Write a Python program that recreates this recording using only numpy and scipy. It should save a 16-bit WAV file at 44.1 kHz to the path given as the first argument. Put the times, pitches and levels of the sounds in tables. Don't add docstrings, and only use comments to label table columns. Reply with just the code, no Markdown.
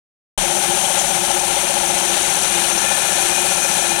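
import sys
import numpy as np
from scipy import signal
from scipy.fft import rfft, irfft
from scipy.io import wavfile

SR = 44100
rng = np.random.default_rng(int(sys.argv[2]) if len(sys.argv) > 2 else 0)


def master(y):
    cut = np.clip(np.atleast_2d(y).T, -1, 1)
    pcm = np.round(cut * 32767)
    wavfile.write(sys.argv[1], SR, pcm.astype(np.int16))


N = 176400


def undb(db):
    return 10 ** (np.asarray(db) / 20)


def unit(x):
    return x / np.sqrt(np.mean(x ** 2))


def clock():
    return np.arange(N) / SR


def curve(rows):
    return np.interp(clock(), *np.array(rows).T)


def bins():
    return np.maximum(np.arange(N // 2 + 1), 1) * SR / N


def colour(x, rows):
    hz, db = np.array(rows).T
    gain = undb(np.interp(np.log(bins()), np.log(hz), db))
    return irfft(rfft(x) * gain, N)


def ring(x, hz, width):
    f = bins()
    response = 1 / (1 + 1j * (f * f - hz * hz) / (f * width))
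    return irfft(rfft(x) * response, N)


def ring_twice(x, hz, width):
    return unit(ring(ring(x, hz, width), hz, width))


def noise():
    return rng.standard_normal(N)


def walk(rate):
    return unit(irfft(rfft(noise()) * np.exp(-(bins() / rate) ** 2), N))


def grains(rate, spread_db):
    size = undb(spread_db * np.minimum(rng.exponential(size=N), 2 * np.pi))
    struck = rng.random(N) < rate / SR
    return unit(struck * size * np.sign(noise()))


def bite():
    rise_from_s, rise_s = 2.2, 0.6
    return np.clip((clock() - rise_from_s) / rise_s, 0, 1)


# delay in seconds, level in dB re the direct sound.
ECHO_PATHS = [(.0029, -17), (.0074, -17), (.0131, -18), (.023, -19)]


def echoes(x):
    reflected = sum(undb(db) * np.roll(x, int(delay * SR)) for delay, db in ECHO_PATHS)
    return unit(x + reflected)


BEADS_PER_TURN = 23.5
GRAINS_PER_S, GRAIN_SPREAD_DB = 9000, 1
GRIND_DB, HISS_DB = 0.5, 1.5
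SURGE_DB = .5
BEAD_DEPTH = 0.11
PING_HZ, PING_WIDTH_HZ, PING_DB, PINGS_PER_S = 6094, 270, -36, 90
# frequency in Hz, relative level in dB per Hz.
GRIND_SPECTRUM = [(300, -12.5), (600, 1.5), (950, 0.5), (1100, -3.5), (1550, 1.5), (1900, -4), (2200, 0),
                  (2900, 0), (3700, -1), (4500, -4.5), (5200, -12), (7000, -52)]
# time in seconds, level in dB before GRIND_DB.
GRIND_LEVEL = [(.42, -26.5), (.9, -26.5), (1.3, -27), (2, -26.5), (2.24, -24.8), (2.45, -26), (2.7, -25.5),
               (3.3, -26), (4, -27)]
# frequency in Hz, relative level in dB per Hz.
HISS_SPECTRUM = [(3500, -26), (5200, -11), (5750, 1.5), (6300, 0.5), (6850, -2), (7300, 0.5), (8200, -1),
                 (8800, 2.5), (10100, 1), (11200, -7), (12200, -11), (12700, -20), (14200, -15.5),
                 (15700, -62)]
# time in seconds, level in dB before HISS_DB.
HISS_LEVEL = [(.42, -25), (1, -24.5), (1.5, -25.5), (2.04, -25), (2.2, -24), (3.75, -24), (4, -26.5)]


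def cutting(turns):
    grind = echoes(colour(grains(GRAINS_PER_S, GRAIN_SPREAD_DB), GRIND_SPECTRUM))
    grind = grind * undb(curve(GRIND_LEVEL) + GRIND_DB + SURGE_DB * walk(rate=12))
    tug = 1 + 0.053 * np.cos(2 * np.pi * turns) + .05 * np.sin(4 * np.pi * turns)

    bead_beat = 1 + BEAD_DEPTH * np.cos(2 * np.pi * BEADS_PER_TURN * turns)
    hiss = echoes(colour(grains(rate=16000, spread_db=2.0) * bead_beat, HISS_SPECTRUM))
    hiss = hiss * undb(curve(HISS_LEVEL) + HISS_DB)

    flutter = undb(.5 * walk(rate=46))
    pings = ring_twice(grains(PINGS_PER_S, spread_db=1.5), PING_HZ, PING_WIDTH_HZ)
    return (grind * tug + hiss) * flutter + undb(PING_DB) * pings


HUM_DB, HUM_WAVER_DB = -42, 1.2
HUM_WANDER = 0.0085
LAP_S, LAP_AT_S = .679, 0.538
# seconds into the lap, half length in seconds (to 1/e), level in dB.
ROUGH_STRETCHES = [(0, 0.073, -33), (0.171, 0.054, -33)]


def bead_hum(speed):
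    hz = BEADS_PER_TURN * speed * (1 + HUM_WANDER * walk(rate=13))
    tone = np.sqrt(2) * np.sin(2 * np.pi * np.cumsum(hz) / SR)
    swell = 0
    for at, length, db in ROUGH_STRETCHES:
        since = (clock() - LAP_AT_S - at + LAP_S / 2) % LAP_S - LAP_S / 2
        swell = swell + undb(db) * np.exp(-(since / length) ** 2)
    level = np.hypot(swell, undb(HUM_DB))
    return tone * level * undb(HUM_WAVER_DB * walk(rate=20))


RUB_SCATTER_DB, RUB_JITTER_S = 1.0, .00004
RUB_ROUGH_EARLY, RUB_ROUGH_LATE, RUB_FLUTTER_HZ = .13, .3, 40
STAND_DB, STAND_STEADY = -37, .02
# place as a share of the turn, half length in seconds
# (to 1/e), pitch in Hz, level in dB before the rattle curve.
RUB_PLACES = [(0.013, 0.0049, 824, 1.5), (.24, 0.0064, 787, -4), (0.59, 0.0041, 734, -2.5),
              (.64, 0.0048, 889, -6), (.85, 0.013, 780, -8), (0.95, 0.0058, 573, -5),
              (0.1391, 0.0074, 570, -7), (.78, 0.0077, 190, -16.5)]
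# time in seconds, level in dB.
RUB_LEVEL = [(.4, -22), (1.25, -22.8), (1.9, -22), (2.2, -25.5), (3.3, -25.5), (4, -23.5)]
# frequency in Hz, width in Hz, relative level in dB.
STAND_MODES = [(567, 14, -10), (605, 23, -2), (713, 43, -6.5), (776, 11, 9.5), (862, 70, 0), (940, 97, -13)]


def pulley(turns, speed):
    rough = RUB_ROUGH_EARLY + (RUB_ROUGH_LATE - RUB_ROUGH_EARLY) * bite()
    rubs, contact = 0, STAND_STEADY
    for place, length, hz, db in RUB_PLACES:
        nearest = np.round(turns - place).astype(int)
        late, size = rng.standard_normal((N // 1000, 2))[nearest].T
        since = (turns - place - nearest) / speed + RUB_JITTER_S * late
        angle = 2 * np.pi * hz * since
        in_phase = np.cos(angle) * (1 + rough * walk(RUB_FLUTTER_HZ))
        quadrature = np.sin(angle) * rough * walk(RUB_FLUTTER_HZ)
        press = undb(db + RUB_SCATTER_DB * size) * np.exp(-(since / length) ** 2)
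        rubs = rubs + np.sqrt(2) * (in_phase + quadrature) * press
        contact = contact + press ** 2
    stand = sum(undb(db) * ring(noise() * contact, hz, width) for hz, width, db in STAND_MODES)
    band = signal.butter(2, [490, 1050], "band", fs=SR, output="sos")
    stand = signal.sosfilt(band, stand)
    return rubs * undb(curve(RUB_LEVEL)) + undb(STAND_DB) * unit(stand)


RUMBLE_DB, RUMBLE_THROB = -34.5, 0.083
WHINE_EARLY_DB, WHINE_WAVER_DB = -6, 2
# frequency in Hz, relative level in dB per Hz.
RUMBLE_SPECTRUM = [(15, -37), (45, -2.5), (85, -7.5), (125, -6), (160, 3.5), (208, 5), (240, -6.5),
                   (270, -4), (300, -5), (372, 4.5), (400, -0.5), (480, -28.5), (800, -20)]
# frequency in Hz, mean level in dB at full bite.
WHINE_TONES = [(3984, -42.5), (4016, -49), (4081, -47.5), (4177, -45)]


def drive(turns):
    throb = 1 - RUMBLE_THROB * np.sin(2 * np.pi * turns)
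    rumble = unit(colour(noise(), RUMBLE_SPECTRUM)) * throb
    whine = 0
    for hz, db in WHINE_TONES:
        level = undb(db + WHINE_EARLY_DB * (1 - bite()) + WHINE_WAVER_DB * walk(rate=1.4))
        phase = 2 * np.pi * hz * clock() + 0.68 * walk(rate=3.9)
        whine = whine + np.sqrt(2) * level * np.sin(phase)
    return undb(RUMBLE_DB) * rumble + whine


# frequency in Hz, nominal width in Hz, level in dB early,
# level in dB late.
WIRE_MODES = [(1375, 21, -50, -41), (1747, 51, -48, -38), (2443, 54, -43.5, -34.5), (3102, 120, -38.5, -44),
              (6370, 130, -39.5, -38), (8760, 130, -39, -51), (8810, 80, -44, -48),
              (9510, 180, -34.5, -34.5)]


def wire():
    singing = 0
    for hz, width, early_db, late_db in WIRE_MODES:
        mode = ring_twice(noise(), hz, 1.4 * width)
        level_db = early_db + (late_db - early_db) * bite() + walk(rate=5)
        singing = singing + mode * undb(level_db)
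    return singing


# centre in seconds, half length in seconds (to 1/e), centre frequency in Hz,
# nominal width in Hz, peak level in dB.
GRIT_CATCHES = [(0.852, 0.014, 3110, 300, -26.5), (0.997, .018, 6770, 1000, -21.5),
                (.995, .008, 3100, 400, -27), (2.647, 0.0081, 2920, 201, -26),
                (2.645, 0.0088, 4300, 250, -28.5), (2.783, 0.011, 6000, 500, -23)]


def scrapes():
    rasps = 0
    for at, length, hz, width, db in GRIT_CATCHES:
        envelope = undb(db) * np.exp(-((clock() - at) / length) ** 2)
        rasps = rasps + ring_twice(noise(), hz, 1.6 * width) * envelope
    return rasps


START_TURN = .42
LEFT_DB, LEAK_DB, RIGHT_NOISE_DB = 5.5, -46, -62.5
# time in seconds, speed in turns per second.
PULLEY_SPEED = [(.4, 14.9), (.8, 14.96), (1.15, 15.2), (1.5, 15.03), (1.8, 15.15), (2.25, 14.66),
                (2.5, 14.96), (2.8, 14.66), (3.1, 14.92), (3.45, 15.1), (3.8, 14.75)]
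# frequency in Hz, relative level in dB per Hz.
RIGHT_SPECTRUM = [(30, 8), (150, -7), (400, -11), (1200, -15), (3000, -26.5), (8000, -40), (15000, -41)]


def scene():
    speed = curve(PULLEY_SPEED)
    turns = START_TURN + np.cumsum(speed) / SR
    saw = cutting(turns) + bead_hum(speed) + pulley(turns, speed) + drive(turns) + wire() + scrapes()
    left = undb(LEFT_DB) * saw
    trace = undb(LEAK_DB) * ring(saw, 690, 500)
    right = trace + undb(RIGHT_NOISE_DB) * unit(colour(noise(), RIGHT_SPECTRUM))
    return np.array([left, right])


START_S, FADE_S = .3765, 0.0019
THUMP_HZ, THUMP_S, THUMP_DB = 30, 0.044, -20
TOP_HZ = 15800


def record(dry):
    since = np.maximum(clock() - START_S, 0)
    thump = undb(THUMP_DB) * np.sin(2 * np.pi * THUMP_HZ * since) * np.exp(-since / THUMP_S)
    left_only = np.outer([1, 0], thump)
    live = (dry + left_only) * np.minimum(since / FADE_S, 1)
    live = live / (1 + (live / .8) ** 8) ** (1 / 8)
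    low_pass = signal.ellip(10, .2, 80, TOP_HZ, fs=SR, output="sos")
    return signal.sosfilt(low_pass, live)


dry = scene()
out = record(dry)
master(out)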